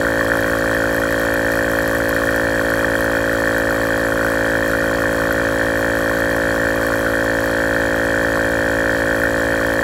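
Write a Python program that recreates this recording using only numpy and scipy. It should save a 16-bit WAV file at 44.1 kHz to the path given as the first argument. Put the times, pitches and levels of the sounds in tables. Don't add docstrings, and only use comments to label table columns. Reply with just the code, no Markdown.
import sys
import numpy as np
from scipy import signal
from scipy.fft import rfft, irfft
from scipy.io import wavfile
from scipy.ndimage import uniform_filter1d

SR = 44100
rng = np.random.default_rng(int(sys.argv[2]) if len(sys.argv) > 2 else 0)


def to_wav(s):
    ch = np.atleast_2d(s).T
    pcm = np.round(np.clip(ch, -1, 1) * 32767)
    wavfile.write(sys.argv[1], SR, pcm.astype(np.int16))


def invert_db(x):
    u = np.asarray(x, float) / 20
    return 10 ** u


N = 433503
TURNS_PER_S = 55.74


def rms_one(x):
    return x / np.sqrt(np.mean(x ** 2) + 1e-20)


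def drift(rate_hz):
    points = rng.standard_normal(int(N / SR * 40) + 2)
    position = np.arange(N) / SR * np.minimum(rate_hz, 39)
    return np.interp(position, np.arange(len(points)), points)


def ring(clicks, hz, t60):
    radius = invert_db(-60 / (t60 * SR))
    w = 2 * np.pi * hz / SR
    return signal.lfilter([0, np.sin(w)], [1, -2 * radius * np.cos(w), radius ** 2], clicks + 1e-18)


def resonate(x, hz, width_hz):
    radius = np.exp(-np.pi * width_hz / SR)
    edge = (1 - radius ** 2) / 2
    poles = [1, -2 * radius * np.cos(2 * np.pi * hz / SR), radius ** 2]
    return signal.lfilter([edge, 0, -edge], poles, x)


def strikes(angle, turns, sizes):
    at = np.interp(turns, angle, np.arange(N), left=N, right=N)
    whole = at.astype(int)
    part = at - whole
    shared = np.bincount(np.r_[whole, whole + 1], np.r_[sizes * (1 - part), sizes * part], N + 2)
    return shared[:N]


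# time_s, lead_turns
CRANK_LEAD = [(0, .099), (.42, .133), (.72, .118), (1.07, .121), (1.35, .177), (2.0, .228), (2.85, .226),
              (3.8, .181), (4.25, .128), (4.85, .02), (5.25, -.002), (5.68, -.001), (6.1, .07),
              (6.55, .114), (7.1, .107), (7.8, .09), (8.25, .097), (9.83, .048)]


def crank():
    s = np.arange(N) / SR
    lead = uniform_filter1d(np.interp(s, *np.transpose(CRANK_LEAD)), size=2000)
    return TURNS_PER_S * s + lead


def turn_times(angle):
    closing = np.arange(int(angle[-1]) + 1) + .84
    return np.interp(closing, angle, np.arange(N) / SR)


# start_s, length_turns
FLUTTER_SPELLS = [(.346, 4), (.453, 9), (1.01, 5), (1.206, 3), (1.511, 4), (1.69, 5), (1.869, 7),
                  (2.192, 7), (2.569, 3), (2.712, 3), (2.802, 4), (3.161, 3), (3.269, 8), (3.7, 11),
                  (3.969, 3), (4.077, 15), (4.635, 16), (4.958, 5), (5.102, 5), (5.21, 10), (5.479, 4),
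                  (5.766, 2), (6.016, 2), (6.088, 7), (6.751, 23), (7.397, 7), (7.953, 1), (8.222, 1),
                  (8.348, 2), (9.156, 6)]
# time_s, chance_per_turn
STRAY_CHANCE = [(0, .4), (3.4, .33), (5.6, .14), (6.6, .2), (7.7, 0), (8.4, .05), (8.7, .1), (9.1, .15),
                (9.83, .3)]


def misses(times):
    spell = np.zeros(len(times), bool)
    for start, turns in FLUTTER_SPELLS:
        spell |= (times > start) & (times < start + turns / TURNS_PER_S)
    stray = rng.random(len(times)) < np.interp(times, *np.transpose(STRAY_CHANCE))
    return 1. * (spell | stray)


# turn_rate_multiple, level_db (rms), crest_angle_turns
SHAKE_ORDERS = [
    (1, -35.2, .018),
    (2, -34.8, .136),
    (3, -44.2, .219),
]
# angle_turns, mode_hz, t60_s, signed_strength
CASING_BLOWS = [(-.009, 257.4, .039, -.308), (.089, 289, .013, -.668), (-.048, 476.9, .15, -.19),
                (.088, 569, .079, .167), (.916, 631.6, .11, .071), (.804, 987.9, .008, .151),
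                (.775, 1084.2, .055, -.036)]


def casing(angle, slip, miss):
    out = 0
    for order, db, at in SHAKE_ORDERS:
        out = out + np.sqrt(2) * invert_db(db) * np.cos(2 * np.pi * order * (angle - at))
    turn = np.clip(angle - .66, 0, None).astype(int)
    late = uniform_filter1d(slip[turn], size=40)
    missed = uniform_filter1d(miss[turn], size=40)
    play = (.0026 + .0018 * miss) * rng.standard_normal(len(miss))
    piston = angle + np.interp(angle, np.arange(len(miss)) + 0.34, play)
    seat = angle - 0.14 * late
    groups = [(piston, invert_db(0.21), range(4, 13)),
              (seat, invert_db(2.0 - 2.7 * missed), range(13, 19)),
              (seat, invert_db(0.0 + 2.8 * missed), range(19, 21)),
              (seat, invert_db(-9 + 10 * missed), range(21, 23))]
    at, hz, t60, size = np.transpose(CASING_BLOWS)
    w = 2 * np.pi * hz
    for heard, gain, orders in groups:
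        for order in orders:
            s = 2j * np.pi * order * TURNS_PER_S + np.log(1000) / t60
            response = w / (s * s + w * w)
            blows = 2 * TURNS_PER_S * size * np.exp(-2j * np.pi * order * at)
            weight = np.sum(blows * response)
            out = out + gain * abs(weight) * np.cos(2 * np.pi * order * heard + np.angle(weight))
    return out


# angle_turns, mode_hz, t60_s, signed_strength
KNOCK_MODES = [(.732, 1319.7, .078, .026), (.853, 1584.1, .09, .037), (.819, 1482.9, .013, -.347),
               (.821, 1817.1, .017, .475), (.756, 1941.6, .016, .169)]
# angle_turns, spread_turns, mode_hz, t60_s, level_db, extra_on_miss_db
LOOSE_CONTACTS = [(.84, 0.0401, 1436, 0.021, -24.5, 4.5), (.86, 0.039, 1790, 0.043, -32, 7.5),
                  (.82, 0.0273, 1099, 0.02, -41.5, 17), (0.0606, 0.0504, 1600, 0.015, -22.5, -2),
                  (.4, 0.0574, 1642, 0.011, -22, -0.5), (0.14, 0.105, 570, 0.0067, -39, 2),
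                  (.8, 0.028, 753, 0.0082, -46.5, 20.5)]


def valve(angle, knock_db, miss, slip, settle_db):
    turns = np.arange(len(miss))
    skew = np.clip(rng.standard_normal(len(miss)), -1.6, 1.6)
    tilt_db = 3.5 * miss * (knock_db < 1) * skew
    out = 0
    for at, hz, t60, size in KNOCK_MODES:
        blow = size * invert_db(knock_db + tilt_db * np.sign(hz - 1700))
        out = out + ring(strikes(angle, turns + at + slip, blow), hz, t60)
    for at, spread, hz, t60, db, miss_db in LOOSE_CONTACTS:
        when, later, size, sign = rng.standard_normal((4, len(miss)))
        gain = invert_db(db + miss_db * miss + settle_db * (1 - miss) + 4.3 * np.minimum(size, 1.4))
        first = strikes(angle, turns + at + spread * when, gain * np.sign(sign))
        second = strikes(angle, turns + at + spread * later, gain * np.sign(when))
        pair = ring(first, hz, t60) + ring(second, hz * 1.045, t60)
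        out = out + 1.15 * resonate(pair, hz * 1.02, hz / 3)
    out = signal.sosfilt(signal.butter(6, 2000, fs=SR, output="sos"), out)
    return signal.sosfilt(signal.butter(2, 70, "high", fs=SR, output="sos"), out)


# time_s, level_db
REED_LOOSENESS = [(0, -38.5), (1.2, -37), (1.8, -36), (2.7, -38), (4.5, -38.3), (5.4, -40), (6.0, -37.5),
                  (6.6, -39), (6.9, -36), (7.3, -38.5), (9.0, -41), (9.83, -38)]
# angle_turns, level_db
VALVE_BOUNCES = [(.775, 9), (.805, 6.5), (.87, 4), (.905, -2), (.41, -8), (.52, 0)]
# mode_hz, width_hz, level_db, loudest_flow_angle_turns, flow_depth_db, rattle_db
HEAD_MODES = [(2393, 227, -16, 0.042, 8.5, -22), (3190, 370, -26, 0.27, 9.5, -30),
              (3864, 330, -17, 0.034, 0, -28), (4374, 375, -16, 0.24, 6, -30),
              (4840, 79, -26.5, 0.28, 16.5, -30), (5410, 500, -18.5, 0.24, 1, -9),
              (6280, 310, -20.5, 0.32, 4, -10.5), (6720, 130, -17.5, .3, 1, -25),
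              (7100, 390, -19.5, 0.25, 10.5, -25), (7900, 350, -17.5, 0.29, 5, -10.5),
              (8940, 300, -26, 0.42, -7, -8), (9530, 440, -24.5, 0.44, 8.5, -15),
              (9990, 290, -25, .4, 7, -7.5), (11100, 460, -26, 0.31, 11.5, -10.5),
              (12340, 520, -36, 0.27, 5, -6.5), (13100, 430, -41, .35, 4, -12),
              (14200, 420, -42, .35, 4, -11), (15400, 450, -42, .35, 4, -17),
              (15900, 250, -42, .35, -1, -11)]
HISS_DB, RATTLE_DB = -14, 19.5


def head(angle, rattle_db):
    turns = np.arange(len(rattle_db))
    ticks = 0
    for at, db in VALVE_BOUNCES:
        late, size = rng.standard_normal((2, len(turns)))
        level = invert_db(rattle_db + db + RATTLE_DB + 1.7 * size)
        ticks = ticks + strikes(angle, turns + at + 0.0051 * late, level)
    burst = signal.lfilter([1], [1, -.96], ticks) * rng.standard_normal(N)
    leak_db = np.interp(np.arange(N) / SR, *np.transpose(REED_LOOSENESS)) + 38.2
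    white = rng.standard_normal((2, N))
    out = 0
    for k, (hz, width_hz, db, at, depth_db, tick_db) in enumerate(HEAD_MODES):
        stroke_db = depth_db * np.cos(2 * np.pi * (angle - at))
        flow_db = stroke_db + 1.26 * drift(38) + (hz > 10500) * 0.57 * leak_db
        hiss = invert_db(HISS_DB + db + flow_db) * white[k % 2]
        narrow = resonate(hiss + invert_db(tick_db) * burst, hz, width_hz)
        out = out + (-1) ** k * resonate(narrow, hz, 3 * width_hz)
    return out


# angle_turns, spread_turns, mode_hz, t60_s, level_db
HEAD_PINGS = [(.42, 0.0036, 3238, .018, -28), (.13, .01, 3110, 0.018, -36), (0.85, .01, 3130, 0.015, -35.5),
              (.88, 0.0024, 2400, .015, -31.5), (.015, .008, 2410, 0.028, -35),
              (.16, .012, 4404, 0.026, -41), (.37, .003, 4370, .018, -38), (.88, .01, 4370, 0.017, -43)]


def pings(angle, rattle_db):
    turns = np.arange(len(rattle_db))
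    out = 0
    for at, spread, hz, t60, db in HEAD_PINGS:
        when, size = rng.standard_normal((2, len(turns)))
        blows = strikes(angle, turns + at + spread * when, invert_db(db + 2.44 * size))
        out = out + resonate(ring(blows, hz, t60), hz, width_hz=420)
    # angle in turns, Hz, dB above the rattle
    for at, hz, db in ((.8, 12240, 13.5), (.88, 12540, 10.5)):
        when = 0.0059 * rng.standard_normal(len(turns))
        blows = strikes(angle, turns + at + when, invert_db(rattle_db + db))
        out = out + resonate(ring(blows, hz, t60=0.013), hz, width_hz=1500)
    return out


IDLE_REVS_PER_S = 23.567
# time_s, lead_turns
ENGINE_LEAD = [(0, -.01), (1.2, .05), (1.7, -.023), (3.2, -.367), (4.2, -.393), (4.8, -.5), (5.7, -.493),
               (6.2, -.54), (7.7, -.613), (8.7, -.553), (9.83, -.61)]
# idle_rate_multiple, level_db (rms), lead_cycles
ENGINE_ORDERS = [
    (2, -46.5, -.277),
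    (3, -39.5, .21),
    (4, -46, -.133),
]
# pitch_hz, level_db (rms), lead_cycles
CAR_HUMS = [
    (104.75, -48, -.27),
    (174.064, -39.3, .37),
]


def car():
    s = np.arange(N) / SR
    wander = uniform_filter1d(np.interp(s, *np.transpose(ENGINE_LEAD)), size=8000)
    revs = IDLE_REVS_PER_S * s + wander
    lines = [(order * revs + lead, db) for order, db, lead in ENGINE_ORDERS]
    lines += [(hz * s + lead, db) for hz, db, lead in CAR_HUMS]
    out = 0
    for cycles, db in lines:
        out = out + np.sqrt(2) * invert_db(db + 1.5 * drift(2.31)) * np.cos(2 * np.pi * cycles)
    return out


# frequency_hz, density_db (per Hz)
FLOOR_SPECTRUM = [(33, -35), (45, -6), (100, 4), (150, -4), (250, -5), (520, -2), (900, -0.5), (1250, -2),
                  (1800, 0.5), (2100, -8), (3500, -20), (16000, -21)]
FLOOR_DB = -34


def floor():
    hz = np.maximum(np.fft.rfftfreq(N, 1 / SR), 1)
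    shape_hz, shape_db = np.transpose(FLOOR_SPECTRUM)
    shape = np.interp(np.log(hz), np.log(shape_hz), shape_db, left=-60)
    noise = irfft(rfft(rng.standard_normal(N)) * invert_db(shape), N)
    return invert_db(FLOOR_DB) * rms_one(noise)


def listed(level_db, times, events, lift_db):
    out = level_db.copy()
    nearest = [np.argmin(abs(times - at)) for at, db in events]
    out[nearest] = np.transpose(events)[1] + lift_db
    return out


# time_s, peak_db
HARD_KNOCKS = [(.318, 0.5), (.533, -4.5), (1.787, -3.5), (2.397, -2.5), (2.595, -3.5), (2.702, -4),
               (2.738, -1.5), (2.846, -1), (2.953, -2.5), (3.475, -1.5), (3.923, -6), (4.553, -2.5),
               (5.056, -2), (5.612, -1.5), (6.06, -6), (6.221, -3.5), (6.633, -4), (6.705, -5),
               (7.764, -2.5), (8.248, -2.5), (8.804, -4), (8.858, -4.5), (8.894, -3), (8.948, -4),
               (9.02, -2), (9.235, -2.5), (9.271, -4), (9.649, -3.5)]
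# time_s, peak_db
SHARP_RATTLES = [(.945, -22), (1.338, -16), (1.517, -19), (1.553, -19), (1.714, -20), (1.786, -19),
                 (1.876, -18), (1.965, -22), (1.983, -19), (2.091, -15), (2.306, -20), (2.36, -18),
                 (2.736, -20), (2.791, -20), (2.952, -19), (3.006, -19), (3.042, -20), (3.58, -17),
                 (3.598, -23), (3.706, -19), (3.975, -21), (5.324, -18), (5.773, -22), (6.041, -23),
                 (6.095, -23), (6.202, -20), (7.457, -20), (9.198, -21), (9.234, -18), (9.736, -20)]
SETTLE_DB = 1.5


def scene():
    angle = crank()
    times = turn_times(angle)
    miss = misses(times)
    wobble, chance, scatter = rng.standard_normal((3, len(times)))

    looseness_db = np.interp(times, *np.transpose(REED_LOOSENESS))
    rattle_db = looseness_db - 9.5 + 4 * miss + np.minimum(2.6 * chance, 2.2)
    rattle_db = listed(rattle_db, times, SHARP_RATTLES, lift_db=-20.0)

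    slip = .0017 * wobble + miss * np.sign(wobble) * (.005 + .012 * rng.random(len(times)))
    knock_db = -.3 - 4.5 * miss + (0.55 + 1.6 * miss) * np.minimum(scatter, 1.2)
    knock_db = listed(knock_db, times, HARD_KNOCKS, lift_db=5.5)
    settle_db = SETTLE_DB * (np.interp(times, *np.transpose(STRAY_CHANCE)) / .3 - 1)

    pump = casing(angle, slip, miss) + valve(angle, knock_db, miss, slip, settle_db)
    pump = pump + head(angle, rattle_db) + pings(angle, rattle_db)
    return (pump + car() + floor())[None]


def band_limit(x):
    return signal.sosfilt(signal.butter(12, 15860, fs=SR, output="sos"), x)


def record(dry):
    top_cut = signal.ellip(10, .05, 70, 15700, fs=SR, output="sos")
    mix = signal.sosfilt(top_cut, dry)
    return band_limit(mix)


dry = scene()
out = record(dry)
to_wav(out)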